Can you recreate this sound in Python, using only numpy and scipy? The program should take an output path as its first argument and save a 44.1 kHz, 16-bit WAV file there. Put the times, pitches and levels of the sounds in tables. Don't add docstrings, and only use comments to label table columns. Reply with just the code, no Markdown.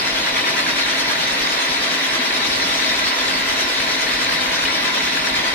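import sys
import numpy as np
from scipy import signal
from scipy.io import wavfile
from scipy.ndimage import uniform_filter1d

SR = 44100
rng = np.random.default_rng(int(sys.argv[2]) if len(sys.argv) > 2 else 0)


def master(y):
    cut = np.clip(np.atleast_2d(y).T, -1, 1)
    pcm = np.round(cut * 32767)
    wavfile.write(sys.argv[1], SR, pcm.astype(np.int16))


N = 244314

# time in seconds, engine cycles a second (four firings each).
ENGINE_SPEED = [(0, 10.165), (.9, 10.165), (1.2, 10.203), (3.9, 10.203), (4.2, 10.217), (5.6, 10.217)]
# multiple of the engine cycle, level in dB rms before wavering.
ENGINE_ORDERS = [(4, -55), (8, -58), (12, -60), (18, -57), (29, -54), (31, -53), (50, -53), (62, -47)]
# multiple, left and right level in dB rms before wavering.
FAN_TONES = [(1, -51, -52), (3, -50, -55), (4, -59, -46), (5, -49, -45), (6, -57, -47), (8, -52, -49)]
# pitch in Hz,
# rms drift in Hz, left and right dB rms before wavering.
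WHINES = [(310.4, 1, -49, -55), (431.3, 1, -51, -52), (689, 1, -62, -49), (876.8, 1, -52, -58),
          (935, 6, -47, -46), (1450.8, 1, -50, -56), (1491.8, 1, -49, -60), (1686.3, 2, -46, -50),
          (1849.4, 2, -42, -43), (1890, 2, -50, -45), (1972.3, 2, -43, -48)]
# Hz, t60 in seconds, lag in seconds, drive in dB from cylinders 1 to 4.
BLOCK_MODES = [(1040, 0.014, 0.00234, -67, -53, -42, -52), (1667, 0.0092, 0.003046, -36, -41, -51, -21.5),
               (1777, 0.056, 0.000944, -48, -51, -31.5, -63),
               (1975, 0.052, 0.00089, -36.5, -43, -53.5, -32), (2270, 0.0098, 0.001155, -27, -47, -26, -26),
               (2540, 0.023, 0.00206, -31, -52, -33, -45)]
# time in seconds, gain in dB.
CLATTER_GAIN = [(0, -8), (.4, 0.5), (.65, -1), (1, -2.5), (1.5, -4.5), (2.8, -0.5), (3.5, -4.5), (4.3, -1),
                (5, -1), (5.6, -1.5)]
# Hz, relative density in dB per Hz.
ROAR_COLOUR = [(60, -48), (100, -14), (140, -10), (263, -5), (372, -2.5), (584, -4), (746, -2), (900, -5),
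               (1270, -1), (1950, -4), (2820, -4), (4000, -3.5), (5200, -46), (8800, -80)]
# centre in Hz, width in Hz, lift in dB.
ROAR_PEAKS = [(253.6, 22, 7), (437, 63, -1), (572, 17, 3.5), (641, 7.2, 9.5), (640.7, 8.9, 7.5),
              (668, 7, 6.5), (725, 39, -5.5), (915, 29, -5), (944, 46, 9.5), (1010.6, 23, 9.5),
              (1110, 340, 0), (1274, 44, -18), (1346, 42, 2.5), (1405, 53, 1.5), (1590, 43, 3.5),
              (1770, 30, 4.5), (1680, 40, -2.5), (1930, 160, 3.5), (2014, 85, 7), (2040, 30, 2.5),
              (2220, 52, 1), (2230, 25, 6.5), (2260, 23, 0.5), (2400, 50, 4), (2540, 37, -1),
              (2650, 31, 7.5)]
# Hz, left-right likeness from 0 to 1.
ROAR_SAME = [(60, .99), (180, .975), (280, .94), (500, .45), (1000, .35), (2000, .35), (4000, .25)]
# Hz, radians by which the left microphone leads.
ROAR_LEAD = [(100, 0), (340, .3), (600, 1), (1030, 2.1), (1400, 3.3), (1980, 5.8), (3100, 8.9), (4000, 9.4)]
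# time in seconds, depth in dB (negative inverts it).
SURGE_DEPTH = [(0, 1), (.15, .5), (.28, 3), (.38, 5.5), (.48, 6.5), (.58, 1.5), (.68, 3), (.79, 4.5),
               (.9, -1), (1.1, -0.5), (1.6, -2.5), (2.5, -0.5), (3.2, -2.5), (4.2, 0.5), (4.8, -2.5),
               (5.54, 1)]
SURGE_BAND_HZ = [1400, 2450]
# Hz, relative density in dB per Hz.
HISS_COLOUR = [(300, -88), (1200, -8.5), (2200, -6.5), (3000, -5.5), (4300, -2.5), (4800, -4), (5300, -7),
               (5800, -8.5), (6200, -11), (7400, -21), (8200, -19.5), (10000, -22), (11800, -26),
               (13500, -29), (15500, -31)]
# centre in Hz, width in Hz, lift in dB.
HISS_PEAKS = [(2800, 120, -2), (2990, 90, 2.5), (3120, 60, -3.5), (3420, 100, -2), (3760, 400, 5),
              (3880, 40, 2.5), (3950, 90, -3), (4090, 120, 1.5), (4210, 90, -3), (4361, 50, 2.5),
              (4330, 220, 2.5), (4550, 100, -1.5), (4700, 90, 1), (4810, 80, -5.5), (4950, 140, 2.5),
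              (5180, 60, 3.5), (5255, 50, -4.5), (5420, 250, 2), (5610, 150, 4), (5790, 60, 3.5),
              (6010, 100, -3.5), (6090, 70, 2), (6400, 250, 3.5), (6740, 150, -5), (6970, 210, 9.5),
              (7710, 240, 6.5), (8500, 500, 2.5), (10900, 260, 4), (13500, 600, 5)]
# Hz, left minus right in dB.
HISS_LEFT = [(1400, -1.5), (2200, 2.5), (4200, 1.5), (4800, 0.5), (8100, 0.5), (8500, 4.5), (9800, 6),
             (11000, -3), (12000, 1.5)]
# Hz, left-right likeness from 0 to 1.
HISS_SAME = [(3000, 0.3), (6000, 0.4), (9000, 0.3), (13000, 0.55)]
# Hz, depth in dB at full press.
THROB_DEPTH = [(2000, 6.5), (4000, 1), (7000, 2.5), (12000, 2)]
# time in seconds, gain in dB.
BLADE_GAIN = [(0, -24), (.5, -23), (1.5, -22.5), (2.2, -23), (2.8, -21.5), (3.3, -23), (3.9, -22.5),
              (4.6, -23), (5.54, -23.5)]
# middle and length in seconds, depth in dB, lower and upper edge in Hz.
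LOW_BAND_DIPS = [(.45, .09, -10, 15, 70), (.81, .04, -8, 90, 200), (.94, .04, -14, 15, 100),
                 (1.15, .09, -12, 15, 100), (1.27, .06, -12, 15, 90), (1.49, .06, -16, 15, 130),
                 (1.55, .16, -9, 85, 135), (1.63, .08, -18, 10, 230), (2.02, .13, -24, 8, 140),
                 (2.24, .1, -22, 8, 120), (2.3, .08, -14, 65, 180), (2.4, .05, -12, 15, 100),
                 (3.17, .14, -14, 70, 200), (3.33, .045, -18, 15, 110), (3.7, .12, -15, 115, 205),
                 (4.46, .04, -12, 15, 100), (4.9, .14, -8, 80, 140), (5, .05, -16, 15, 100),
                 (5.12, .05, -12, 15, 90)]
# start in seconds, strength of the scrape in dB.
KNOCKS = [(0.469, -23.5), (4.65, -18)]
# Hz, level in dB, t60 in seconds.
KNOCK_MODES = [(2030, -12, .04), (2440, -2, 0.038), (2920, 3, 0.034)]
# ring in Hz, relative level in dB.
GRIT_COLOUR = [(1500, -10), (2500, -2.5), (4000, -2), (6000, -16.5), (9000, -24), (14000, -21)]

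ROAR_DB, RUMBLE_DB = -22.5, -48.5
WHEEL_HZ, WHEEL_TURN = 9.617, .32
PIPE_HZ, PIPE_DB = 266, -40.5
LUMP_DB, LUMPS_HZ, LUMP_TOP = 6, 14, .3
LUMPY_ORDERS = 2
FAN_GEAR = 16.375
SING_HZ, SING_DB = 1023.8, -38
SING_S, SING_RISE_S, SING_EARLY = 1.6, .38, .54
GRIT_PER_S, GRIT_SPREAD_DB = 900, 4
GRIT_DB, GRIT_T60_S = -38.5, .012
EDGE_HZ = 15480


def amp(db):
    return 10 ** (np.asarray(db) / 20)


def evened(x):
    return x / np.sqrt(np.mean(x ** 2) + 1e-20)


def read(points, hz):
    f, value = np.transpose(points)
    return np.interp(np.log(hz + 1), np.log(f + 1), value)


def curve(rows, t):
    return np.interp(t, *np.transpose(rows))


def humps(peaks, hz):
    return sum(db / (1 + (2 * (hz - f) / width) ** 2) for f, width, db in peaks)


def wander(rate_hz):
    steps = rng.standard_normal(N * 100 // SR + 102)
    slow = signal.lfilter([1], [1, -np.exp(-2 * np.pi * rate_hz / 100)], steps)
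    settled = evened(slow[100:])
    return np.interp(np.arange(N) / SR, np.arange(len(settled)) / 100, settled)


def wheel_swing(t):
    return np.cos(2 * np.pi * (WHEEL_HZ * t + WHEEL_TURN))


def noise(field_db, same, lead, size, patchy_db, left_db=0):
    hop = size // 4
    hz = np.fft.rfftfreq(size, 1 / SR)[:, None]
    t = np.arange(N // hop + 5) * hop / SR
    a, b, c, d, patches = rng.standard_normal((len(t), len(hz), 5)).T
    patches = uniform_filter1d(patches, size=3, axis=0)
    patches = evened(uniform_filter1d(patches, size=8, axis=1))
    likeness = np.clip(same(hz), 0, 1)
    left = a + 1j * b
    shared = likeness * left * np.exp(-1j * lead(hz))
    right = shared + np.sqrt(1 - likeness ** 2) * (c + 1j * d)
    tilt = amp(left_db(hz) / 2) if left_db else 1
    spectra = np.array([left * tilt, right / tilt]) * amp(field_db(hz, t) + patchy_db * patches)
    return evened(signal.istft(spectra, nperseg=size, noverlap=size - hop)[1][:, :N])


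def roar():
    def field_db(hz, t):
        return read(ROAR_COLOUR, hz) + humps(ROAR_PEAKS, hz)

    wash = amp(ROAR_DB) * noise(field_db, lambda hz: read(ROAR_SAME, hz), lambda hz: read(ROAR_LEAD, hz),
                                size=4096, patchy_db=1.44)
    t = np.arange(N) / SR
    middle_filter = signal.butter(2, SURGE_BAND_HZ, "band", fs=SR, output="sos")
    middle = signal.sosfiltfilt(middle_filter, wash)
    surge = amp(curve(SURGE_DEPTH, t) * wheel_swing(t))
    return wash + middle * (surge - 1)


def blade():
    def field_db(hz, t):
        drift = evened(uniform_filter1d(rng.standard_normal(t.size), size=60))
        press = np.clip(0.7 + 0.3 * drift, 0, 1.1)
        flicker = uniform_filter1d(rng.standard_normal(t.size), size=3)
        throb = read(THROB_DEPTH, hz) * (wheel_swing(t) * press + 0.34 * flicker)
        return read(HISS_COLOUR, hz) + humps(HISS_PEAKS, hz) + throb

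    hiss = noise(field_db, lambda hz: read(HISS_SAME, hz),
                 lambda hz: 2 * np.pi * hz * .00009,
                 size=1024, patchy_db=3.5, left_db=lambda hz: read(HISS_LEFT, hz))
    return amp(curve(BLADE_GAIN, np.arange(N) / SR)) * hiss


def clatter(cycles, rough=.45):
    t = np.arange(N) / SR
    firing = np.floor(4 * cycles).astype(int)
    tick = np.diff(firing, prepend=-1) > 0
    strength = amp(0.67 * rng.standard_normal(firing[-1] + 1))[firing] * amp(curve(CLATTER_GAIN, t))
    since = (4 * cycles) % 1 / .08
    rasp = since * np.exp(1 - since) / 10
    out = np.zeros(N)
    ring_t = np.arange(4000) / SR
    for hz, t60, lag, *cylinder_db in BLOCK_MODES:
        drive = (1 - rough) * tick + rough * rasp * rng.standard_normal(N)
        drive *= strength * amp(cylinder_db)[firing % 4]
        u = np.maximum(ring_t - lag, 0)
        ring = 6 * amp(-60 * u / t60) * np.sin(2 * np.pi * hz * u)
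        out += signal.oaconvolve(drive, ring)[:N]
    out = signal.sosfilt(signal.butter(4, 600, "high", fs=SR, output="sos"), out)
    left = out * amp(-1.0)
    right = np.pad(out, (21, 0))[:N] * amp(-7.0)
    return shed(np.array([left, right]))


def tones(cycles, lumps):
    t = np.arange(N) / SR
    start_hz = ENGINE_SPEED[0][1]

    def lag(hz):
        return read(ROAR_LEAD, hz) / (2 * np.pi) * np.array([[0], [1]])

    def sine(turns):
        return np.sqrt(2) * np.sin(2 * np.pi * (turns + rng.random())) * amp(2.2 * wander(3.8))

    out = np.zeros((2, N))
    for k, (order, db) in enumerate(ENGINE_ORDERS):
        gain = lumps if k < LUMPY_ORDERS else 1
        out += amp(db) * sine(order * cycles - lag(order * start_hz)) * gain
    fan = FAN_GEAR * cycles + 0.02 * wander(0.58)
    for order, left_db, right_db in FAN_TONES:
        out += amp([[left_db], [right_db]]) * sine(order * fan - lag(order * FAN_GEAR * start_hz))
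    for hz, width, left_db, right_db in WHINES:
        turns = np.cumsum(hz + width * wander(3.03)) / SR
        out += amp([[left_db], [right_db]]) * sine(turns - lag(hz))
    step_up = np.clip((t - SING_S) / SING_RISE_S, SING_EARLY, 1)
    return out + amp(SING_DB) * step_up * sine(SING_HZ * t - lag(SING_HZ))


def exhaust(cycles):
    turns = np.cumsum(PIPE_HZ + 5.5 * wander(7.0)) / SR
    note = np.sqrt(2) * np.sin(2 * np.pi * turns) * amp(2.2 * wander(9.0))
    puffs = 1 + 0.45 * np.cos(2 * np.pi * (4 * cycles - .65))
    return amp(PIPE_DB) * note * puffs


def grit(count=40):
    t, ring_t = np.arange(N) / SR, np.arange(1500) / SR
    pace = GRIT_PER_S * (1 + 0.49 * wheel_swing(t))
    size = amp(GRIT_SPREAD_DB * np.minimum(rng.exponential(1, N), 4))
    hits = size * (rng.random(N) < pace / SR) * rng.choice([-1, 1], N)
    patch = rng.integers(0, count, N)
    pitches = np.geomspace(GRIT_COLOUR[0][0], GRIT_COLOUR[-1][0], count) * rng.uniform(.97, 1.03, count)
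    out = np.zeros((2, N))
    for k, hz in enumerate(pitches):
        ring = amp(read(GRIT_COLOUR, hz) - 60 * ring_t / GRIT_T60_S) * np.sin(2 * np.pi * hz * ring_t)
        side = rng.uniform(0, np.pi / 2)
        pan = np.array([[np.cos(side)], [np.sin(side)]])
        out += pan * signal.oaconvolve(hits * (patch == k), ring)[:N]
    return shed(amp(GRIT_DB) * evened(out))


def knocks():
    drive, t = np.zeros(N), np.arange(2000) / SR
    scrapes = rng.standard_normal((len(KNOCKS), 200))
    for (s, db), scrape in zip(KNOCKS, scrapes):
        drive[round(s * SR):][:200] += amp(db) * scrape / np.sqrt(200)
    ring = sum(amp(db - 60 * t / t60) * np.sin(2 * np.pi * hz * t) for hz, db, t60 in KNOCK_MODES)
    return shed(signal.oaconvolve(drive, ring)[:N] * np.ones((2, 1)))


def rumble(lumps):
    def field_db(hz, t):
        fall_above = -30 * np.log10(1 + (hz / 80) ** 2)
        fall_below = -30 * np.log10(1 + (30 / (hz + 1)) ** 2)
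        return fall_above + fall_below

    body = noise(field_db, lambda hz: read(ROAR_SAME, hz), lambda hz: 0 * hz, size=4096, patchy_db=0.0)
    return amp(RUMBLE_DB) * lumps * body


def lumping():
    chance = evened(uniform_filter1d(wander(LUMPS_HZ), size=1200))
    return evened(amp(LUMP_DB * np.minimum(chance, LUMP_TOP)))


def dipped(x):
    t, out = np.arange(N) / SR, x.copy()
    for s, length, db, low_hz, high_hz in LOW_BAND_DIPS:
        middle = round(s * SR)
        near = slice(max(middle - SR // 3, 0), middle + SR // 3)
        band_filter = signal.butter(3, [low_hz, high_hz], "band", fs=SR, output="sos")
        band = signal.sosfiltfilt(band_filter, out[:, near])
        dip = amp(db * np.exp(-(2 * (t[near] - s) / length) ** 4))
        out[:, near] += band * (dip - 1)
    return out


def shed(x, t60=.07, wet_db=-7):
    t = np.arange(SR // 4) / SR
    signs = rng.choice([-1., 1.], (2, len(t)))
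    echoes = rng.random((2, len(t))) < .05
    tail = signs * echoes * amp(-60 * t / t60) * (t > .003)
    tail *= amp(wet_db) / np.linalg.norm(tail, axis=1, keepdims=True)
    return x + signal.oaconvolve(x, tail, axes=1)[:, :N]


def scene():
    cycles = np.cumsum(curve(ENGINE_SPEED, np.arange(N) / SR)) / SR + .036
    lumps = lumping()
    mix = roar() + blade() + clatter(cycles) + tones(cycles, lumps) + exhaust(cycles)
    mix = mix + grit() + knocks() + rumble(lumps)
    return dipped(mix)


def record(dry):
    low_pass = signal.firwin(2047, EDGE_HZ, window=("kaiser", 10), fs=SR)
    return signal.oaconvolve(dry, low_pass[None], "same")


dry = scene()
out = record(dry)
master(out)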